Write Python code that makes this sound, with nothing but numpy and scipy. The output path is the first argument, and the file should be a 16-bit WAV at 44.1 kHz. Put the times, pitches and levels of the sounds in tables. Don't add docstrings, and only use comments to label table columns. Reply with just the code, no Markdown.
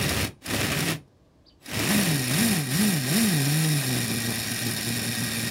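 import sys
import numpy as np
from scipy import signal
from scipy.io import wavfile
from scipy.ndimage import uniform_filter1d

SR = 44100
rng = np.random.default_rng(int(sys.argv[2]) if len(sys.argv) > 2 else 0)


def output_pcm(signal):
    pcm = np.clip(np.atleast_2d(signal).T, -1, 1) * 32767
    wavfile.write(sys.argv[1], SR, np.round(pcm).astype(np.int16))


N = 242550
TIME = np.arange(N) / SR
BINS = np.fft.rfftfreq(8192, 1 / SR)

# (frequency [Hz], relative spectral density [dB])
AIR_SPECTRUM = [(18, -33), (30, -13.5), (65, 2), (150, -3), (234, -8.5), (281, -2), (394, -11.5),
                (645, -11), (716, -17.5), (1170, -20), (1370, -29.5), (1650, -24.5), (2030, -29.5),
                (4780, -31), (15000, -47.5)]
# (time [s], pitch [Hz], level [dB])
BIRD_CHIRP = [(1.448, 3100, -76), (1.462, 3900, -62), (1.469, 4850, -51), (1.479, 4950, -58),
              (1.487, 4600, -47), (1.495, 4520, -54), (1.501, 3150, -63), (1.535, 3000, -67)]
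# (start [s], end [s], level [dB])
TRIGGER_SQUEEZES = [(0.401, .45, -80), (1.596, 1.66, -70)]
# (frequency [Hz], gain [dB])
BENCH_RESPONSE = [(25, -38), (48, -15), (80, 3), (150, 0.5), (280, -6.5), (450, -10.5), (1000, -27.5),
                  (4000, -63.5)]
# (time [s], level [dB])
HAND_BUMPS = [(1.077, -49), (1.169, -53)]
# (frequency [Hz], width [Hz], gain [dB])
METAL_MODES = [(737, 50, -4), (1180, 140, -30), (1537, 41, -0.5), (1624, 58, 3), (1768, 79, -1.5),
               (1893, 71, 7.5), (2344, 62, 3.5), (2482, 130, 2.5), (2620, 160, -11), (3250, 43, -3),
               (3450, 67, -1), (3630, 65, 3), (3793, 72, 8), (4070, 116, -1.5), (4300, 110, 2.5),
               (4495, 78, 3), (4795, 110, 0), (5017, 113, 4.5), (5275, 142, 5.5), (5540, 204, 1.5),
               (5674, 80, 2), (6700, 720, -6), (7450, 260, -3), (8580, 400, -5.5), (9150, 300, 1.5),
               (9820, 430, 1.5), (11010, 370, -3.5), (11950, 120, -3.5), (12340, 170, -0.5),
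               (13300, 420, -6)]
# (frequency [Hz], gain [dB])
METAL_FLOOR = [(100, -22), (500, -31.5), (1000, -15.5), (3000, -13.5), (6000, -36.5), (10500, -15),
               (15500, -14.5)]
# (time [s], level [dB])
SHAFT_JOLTS = [(0.0248, -15.5), (0.0918, -12.5), (0.244, -16), (0.429, -46), (0.4623, -20), (0.5003, -20.5),
               (0.788, -18.5), (0.8051, -14.5), (0.8544, -19), (0.8846, -16), (0.9064, -21.5),
               (1.6603, -27), (1.7918, -17)]
# (start [s], release [s], spin-up time [s])
DRILL_PULLS = [(-.12, 0.254, .1), (.4, 0.928, 0.12), (1.588, 1.87, 0.2)]
# (time [s], roughness [0-1])
ROUGHNESS = [(0, .85), (.75, .85), (.85, .6), (1.8, .85), (1.95, .4), (2.45, .36), (3.2, .16), (3.72, .1),
             (4.3, .68), (5.5, .5)]
# (peak time [s], nominal top speed [turns/s], rise [s], fall [s], opening bite [dB], closing lull [dB])
SPEED_SURGES = [(.85, 168, .13, 0.24, 0, 0), (1.94, 211, .066, 0.19, 0.5, -0.5),
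                (2.44, 236, 0.083, 0.14, 2, -6), (2.83, 218, .079, .13, 0.5, -3.5),
                (3.2, 233, .08, .135, 2, 0.5), (3.605, 159, .16, 0.25, .5, 1)]
# (time [s], half length [s], change of pop level
# [dB])
MISFIRE_DIPS = [(2.06, .018, -7), (2.25, .035, -2.5), (3.83, .02, -9), (4.07, .018, -10), (4.22, .02, -5),
                (4.34, .02, -8), (4.45, 0.044, -14), (4.586, .03, -14), (4.79, .055, -11),
                (5.04, .025, -10), (5.15, .025, -12), (5.33, 0.046, -9), (5.5, .03, -11)]
# (frequency [Hz], relative spectral density [dB])
GAS_SPECTRUM = [(25, -46.5), (55, -34), (110, -3.5), (290, 9), (430, -1), (690, 1), (920, -6), (1250, -2.5),
                (1450, -6), (1800, 1), (2150, -1.5), (2650, 0), (3400, -6), (14000, -16.5)]
# (frequency [Hz], gain [dB])
SILENCER_RESPONSE = [(30, -45.5), (70, -7.5), (115, 1), (170, 2), (235, -4), (310, -10), (460, -19),
                     (580, -32.5), (720, -19.5), (1200, -44.5), (3000, -65.5)]

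CRANK_HZ, IDLE_HZ = 104, 116.03
CATCH_S = 1.85
# (base level under the drill [dB], base level at idle [dB], slope [dB/octave of speed])
POP_LAW = (-40, -31.6, 19.6)
RASP_LAW = (-34.5, -43.5, 3.44)
CLATTER_LAW = (-35.5, -31.5, 3.1)
POP_CEILING_DB = -21.5
FLOOD_DB, CLEAR_S = 6.5, 0.87


def amp(db):
    return 10 ** (np.asarray(db) / 20)


def unit(x):
    return x / np.sqrt(np.mean(x ** 2) + 1e-20)


def curves(rows):
    s, *columns = np.transpose(rows)
    return [np.interp(TIME, s, c) for c in columns]


def spectrum(points, hz=BINS):
    f, db = np.transpose(points)
    return amp(np.interp(np.log(hz + 1), np.log(f + 1), db))


def colour(x, gain):
    log_gain = np.log(np.maximum(gain, 1e-5))
    circle = np.concatenate([log_gain, log_gain[-2:0:-1]])
    taps = np.fft.ifft(np.exp(np.conj(signal.hilbert(circle)))).real
    return signal.oaconvolve(x, taps[:len(gain)])[:N]


def highpass(x, order, hz):
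    return signal.sosfiltfilt(signal.butter(order, hz, "high", fs=SR, output="sos"), x)


def steady(x, size):
    power = uniform_filter1d(uniform_filter1d(x ** 2, size), size)
    return x / np.sqrt(abs(power) + 1e-12)


def waver(size):
    return unit(uniform_filter1d(uniform_filter1d(rng.standard_normal(N), size), size))


def arch(s, rise, fall):
    return np.exp(-((TIME - s) / np.where(TIME < s, rise, fall)) ** 2)


def workshop_air(level_db=-59):
    return amp(level_db) * unit(colour(rng.standard_normal(N), spectrum(AIR_SPECTRUM)))


def room(x, t60=0.18, wet_db=-12, band_hz=(300, 5000)):
    t = np.arange(SR // 3) / SR
    tail = rng.standard_normal(len(t)) * amp(-60 * t / t60) * (t > .004)
    band = signal.butter(1, band_hz, "band", fs=SR, output="sos")
    tail = signal.sosfilt(band, tail / np.linalg.norm(tail))
    return x + amp(wet_db) * signal.oaconvolve(x, tail)[:N]


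def bird(husk_hz=190):
    hz, db = curves(BIRD_CHIRP)
    hz = hz + husk_hz * waver(size=25)
    singing = (TIME > BIRD_CHIRP[0][0]) & (TIME < BIRD_CHIRP[-1][0])
    return amp(db) * np.sin(2 * np.pi * np.cumsum(hz) / SR) * singing


def drill(whine_hz=3950, partials_db=(-3, 0, -5)):
    tone = sum(amp(db) * np.sin(2 * np.pi * k * whine_hz * TIME) for k, db in enumerate(partials_db, 1))
    envelope = sum(amp(db) * np.interp(TIME, [start, start + .01, end, end + .02], [0, 1, 1, 0])
                   for start, end, db in TRIGGER_SQUEEZES)
    return tone * envelope


def scatter(clicks, t60, count=4):
    t = np.arange(SR // 16) / SR
    point = rng.integers(0, count, N)
    chatter = rng.standard_normal((count, len(t))) * amp(-60 * t / t60)
    return sum(signal.oaconvolve(clicks * (point == k), unit(chatter[k]))[:N] for k in range(count))


def metal(x):
    mode_power = sum((amp(db) / (1 + ((BINS - hz) / (0.64 * width)) ** 2)) ** 2
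                     for hz, width, db in METAL_MODES)
    return colour(x, np.sqrt(mode_power + spectrum(METAL_FLOOR) ** 2))


def bench(speed, rough, rumble_db, gain_db=6, db_per_octave=-10, tick_db=-15):
    response = spectrum(BENCH_RESPONSE)
    jostle = rough * amp(rumble_db + gain_db + db_per_octave * np.log2(np.maximum(speed, 100) / 100))
    rumble = jostle * unit(colour(rng.standard_normal(N), response))
    s, db = np.transpose(HAND_BUMPS)
    touches = np.bincount((s * SR).astype(int), amp(db), N)
    thuds = colour(scatter(touches, t60=.06), response)
    ticks = metal(scatter(touches, t60=.055))
    return rumble + amp(db.max()) * (thuds / abs(thuds).max() + amp(tick_db) * ticks / abs(ticks).max())


def jolts(gain_db=-1.5, t60=0.03):
    s, db = np.transpose(SHAFT_JOLTS)
    impacts = np.bincount((s * SR).astype(int), amp(db), N)
    ring = metal(scatter(impacts, t60, count=8))
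    return ring / abs(ring).max() * amp(db.max() + gain_db)


def fin_ring(knocks, fins_hz=(9210, 9360, 9530, 9680), t60=.32, relative_db=-25):
    t = np.arange(SR // 2) / SR
    modes = sum(np.sin(2 * np.pi * hz * t) for hz in fins_hz) * amp(-60 * t / t60)
    ring = signal.oaconvolve(knocks, modes)[:N]
    return unit(ring) * knocks.std() * amp(relative_db)


def motion(fade_db_per_s, steepness):
    pulls_db = []
    for start, release, spin_up in DRILL_PULLS:
        progress = np.clip((TIME - start) / spin_up, 1e-3, 1)
        fade_db = fade_db_per_s * np.maximum(TIME - release, 0)
        pulls_db.append(steepness * 20 * np.log10(progress) - fade_db)
    return np.where(TIME < CATCH_S, np.max(pulls_db, 0), 0)


def throttle(bite_s=0.091, lull_s=0.058):
    bite_db = sum(db * arch(s - .66 * rise, bite_s, bite_s) for s, _, rise, _, db, _ in SPEED_SURGES)
    lull_db = sum(db * arch(s + 1.48 * fall, lull_s, lull_s) for s, _, _, fall, _, db in SPEED_SURGES)
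    return bite_db, lull_db


def revs(running, misfire_db, rough, hunt=.034, sag_per_db=.005):
    base = CRANK_HZ + (IDLE_HZ - CRANK_HZ) * running
    speed = base + sum((top - base) * arch(s, rise, fall) for s, top, rise, fall, _, _ in SPEED_SURGES)
    return speed * (1 + sag_per_db * misfire_db) * (1 + hunt * rough * waver(size=1200))


def part_level(law, running, speed, drill_slope):
    crank_db, idle_db, octave_db = law
    cranking_db = crank_db + drill_slope * octave_db * np.log2(speed / CRANK_HZ)
    firing_db = idle_db + octave_db * np.log2(speed / IDLE_HZ)
    return (1 - running) * cranking_db + running * firing_db


def controls(rough, takeover_s=.1, judder_db=1.7, flutter_db=1.15):
    running = np.clip((TIME - CATCH_S) / takeover_s + .5, 0, 1)
    misfire_db = sum(db * arch(s, half, half) for s, half, db in MISFIRE_DIPS)
    speed = revs(running, misfire_db, rough)
    bite_db, lull_db = throttle()
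    treble_db = motion(fade_db_per_s=514.5, steepness=1.96) + lull_db
    bass_db = motion(fade_db_per_s=230, steepness=3.6) + lull_db
    flood_db = FLOOD_DB * running * np.exp(-np.maximum(TIME - CATCH_S, 0) / CLEAR_S)
    gas_db = part_level(RASP_LAW, running, speed, drill_slope=0) + flood_db
    hollow_db = -7 * np.exp(-((speed - 183.6) / 9.6) ** 2)
    charge_db = np.minimum(part_level(POP_LAW, running, speed, drill_slope=1), POP_CEILING_DB)
    pop_db = charge_db + bass_db + misfire_db + hollow_db
    rasp_db = gas_db + treble_db + 1.4 * bite_db + flutter_db * waver(size=900)
    knock_db = part_level(CLATTER_LAW, running, speed, drill_slope=-1.1)
    clatter_db = knock_db + treble_db + bite_db + judder_db * (1 - running) * waver(size=600)
    shake_db = clatter_db + .27 * misfire_db
    rumble_db = gas_db + bass_db
    return speed, pop_db, rasp_db, clatter_db, shake_db, rumble_db


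def strokes(turns, angle, slop, spread_db):
    lag, size = rng.standard_normal((2, 2048))
    turn = np.arange(1, int(turns[-1]))
    at = np.searchsorted(turns, turn)
    slop, spread_db = (slop * np.ones(N))[at], (spread_db * np.ones(N))[at]
    place = np.searchsorted(turns, turn + angle + slop * lag[turn])
    strength = amp(spread_db * np.clip(size[turn], -2, .8))
    return np.bincount(place, strength, N + 1)[:N]


def shake(turns, speed, shake_db, bench_hz=226, width_hz=55, gain_db=-2, overtone_db=-14):
    response = 1 / (1 + ((2 * speed - bench_hz) / (width_hz / 2)) ** 2)
    angle = 4 * np.pi * (turns + .045 * waver(size=700) - .17)
    swing = amp(4 * np.minimum(waver(size=700), 1.3))
    wave = np.cos(angle) + amp(overtone_db) * np.cos(2 * angle)
    return -np.sqrt(2) * amp(shake_db + gain_db) * swing * response * wave


def clatter(turns, speed, rough, clatter_db, gain_db=0.2, bright_db_per_octave=4.5, rattles_per_s=220):
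    slop = .025 + .11 * rough ** 2
    knocks = strokes(turns, .3, slop, 2 + 3 * rough) + amp(-4) * strokes(turns, .68, slop, 4)
    rattles = rng.random(N) < rattles_per_s / SR
    loose = rattles * amp(-8 + 3 * np.minimum(rng.standard_normal(N), 2))
    blows = unit(scatter(knocks + loose, t60=.016, count=12)) + amp(-14) * rng.standard_normal(N)
    ring = metal(blows)
    treble = highpass(ring, order=2, hz=6500)
    hardness = amp(bright_db_per_octave * np.log2(speed / 120) - rough ** 2)
    return amp(clatter_db + gain_db) * steady(ring + (hardness - 1) * treble, size=2000)


def rasp(turns, rough, rasp_db, gain_db=6, leak=0.94, decay_turns=0.44):
    gate = leak + np.exp(-(turns % 1) / decay_turns)
    blast = amp(2.2 * rough * rng.standard_normal(2048)[turns.astype(int)])
    gas = colour(gate * blast * rng.standard_normal(N), spectrum(GAS_SPECTRUM))
    return amp(rasp_db + gain_db) * steady(gas, size=3000)


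def exhaust(turns, speed, pop_db, rough, lumpy_db=-3):
    pulses = strokes(turns, angle=0, slop=.012 + .08 * rough, spread_db=7 * rough)
    fundamental_rms = np.sqrt(2) * speed * spectrum(SILENCER_RESPONSE, speed) / SR
    size = amp(pop_db + lumpy_db * rough) / fundamental_rms
    pops = -colour(pulses * size, spectrum(SILENCER_RESPONSE))
    overtones = highpass(pops, order=6, hz=275)
    burn_db = 4.5 * np.minimum(waver(size=1000), 1.2)
    sharp_db = 1.5 - 6 * np.log2(np.maximum(speed, 110) / 110)
    return pops + (amp(burn_db + sharp_db) - 1) * overtones


def scene():
    rough, = curves(ROUGHNESS)
    speed, pop_db, rasp_db, clatter_db, shake_db, rumble_db = controls(rough)
    turns = np.cumsum(speed) / SR
    clacks = jolts()
    knocking = clatter(turns, speed, rough, clatter_db) + clacks + fin_ring(clacks)
    gas = exhaust(turns, speed, pop_db, rough) + rasp(turns, rough, rasp_db)
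    mount = (1 - rough) * shake(turns, speed, shake_db) + bench(speed, rough, rumble_db)
    air = workshop_air()
    machine = room(gas + knocking + mount + drill())
    chirp = room(bird(), t60=0.2, wet_db=-6)
    return np.tile(machine + chirp + air, (2, 1))


def record(dry, edge_hz=15800):
    taps = signal.firwin(1023, edge_hz, window=("kaiser", 9), fs=SR)
    return signal.oaconvolve(dry, taps[None], "same")


dry = scene()
out = record(dry)
output_pcm(out)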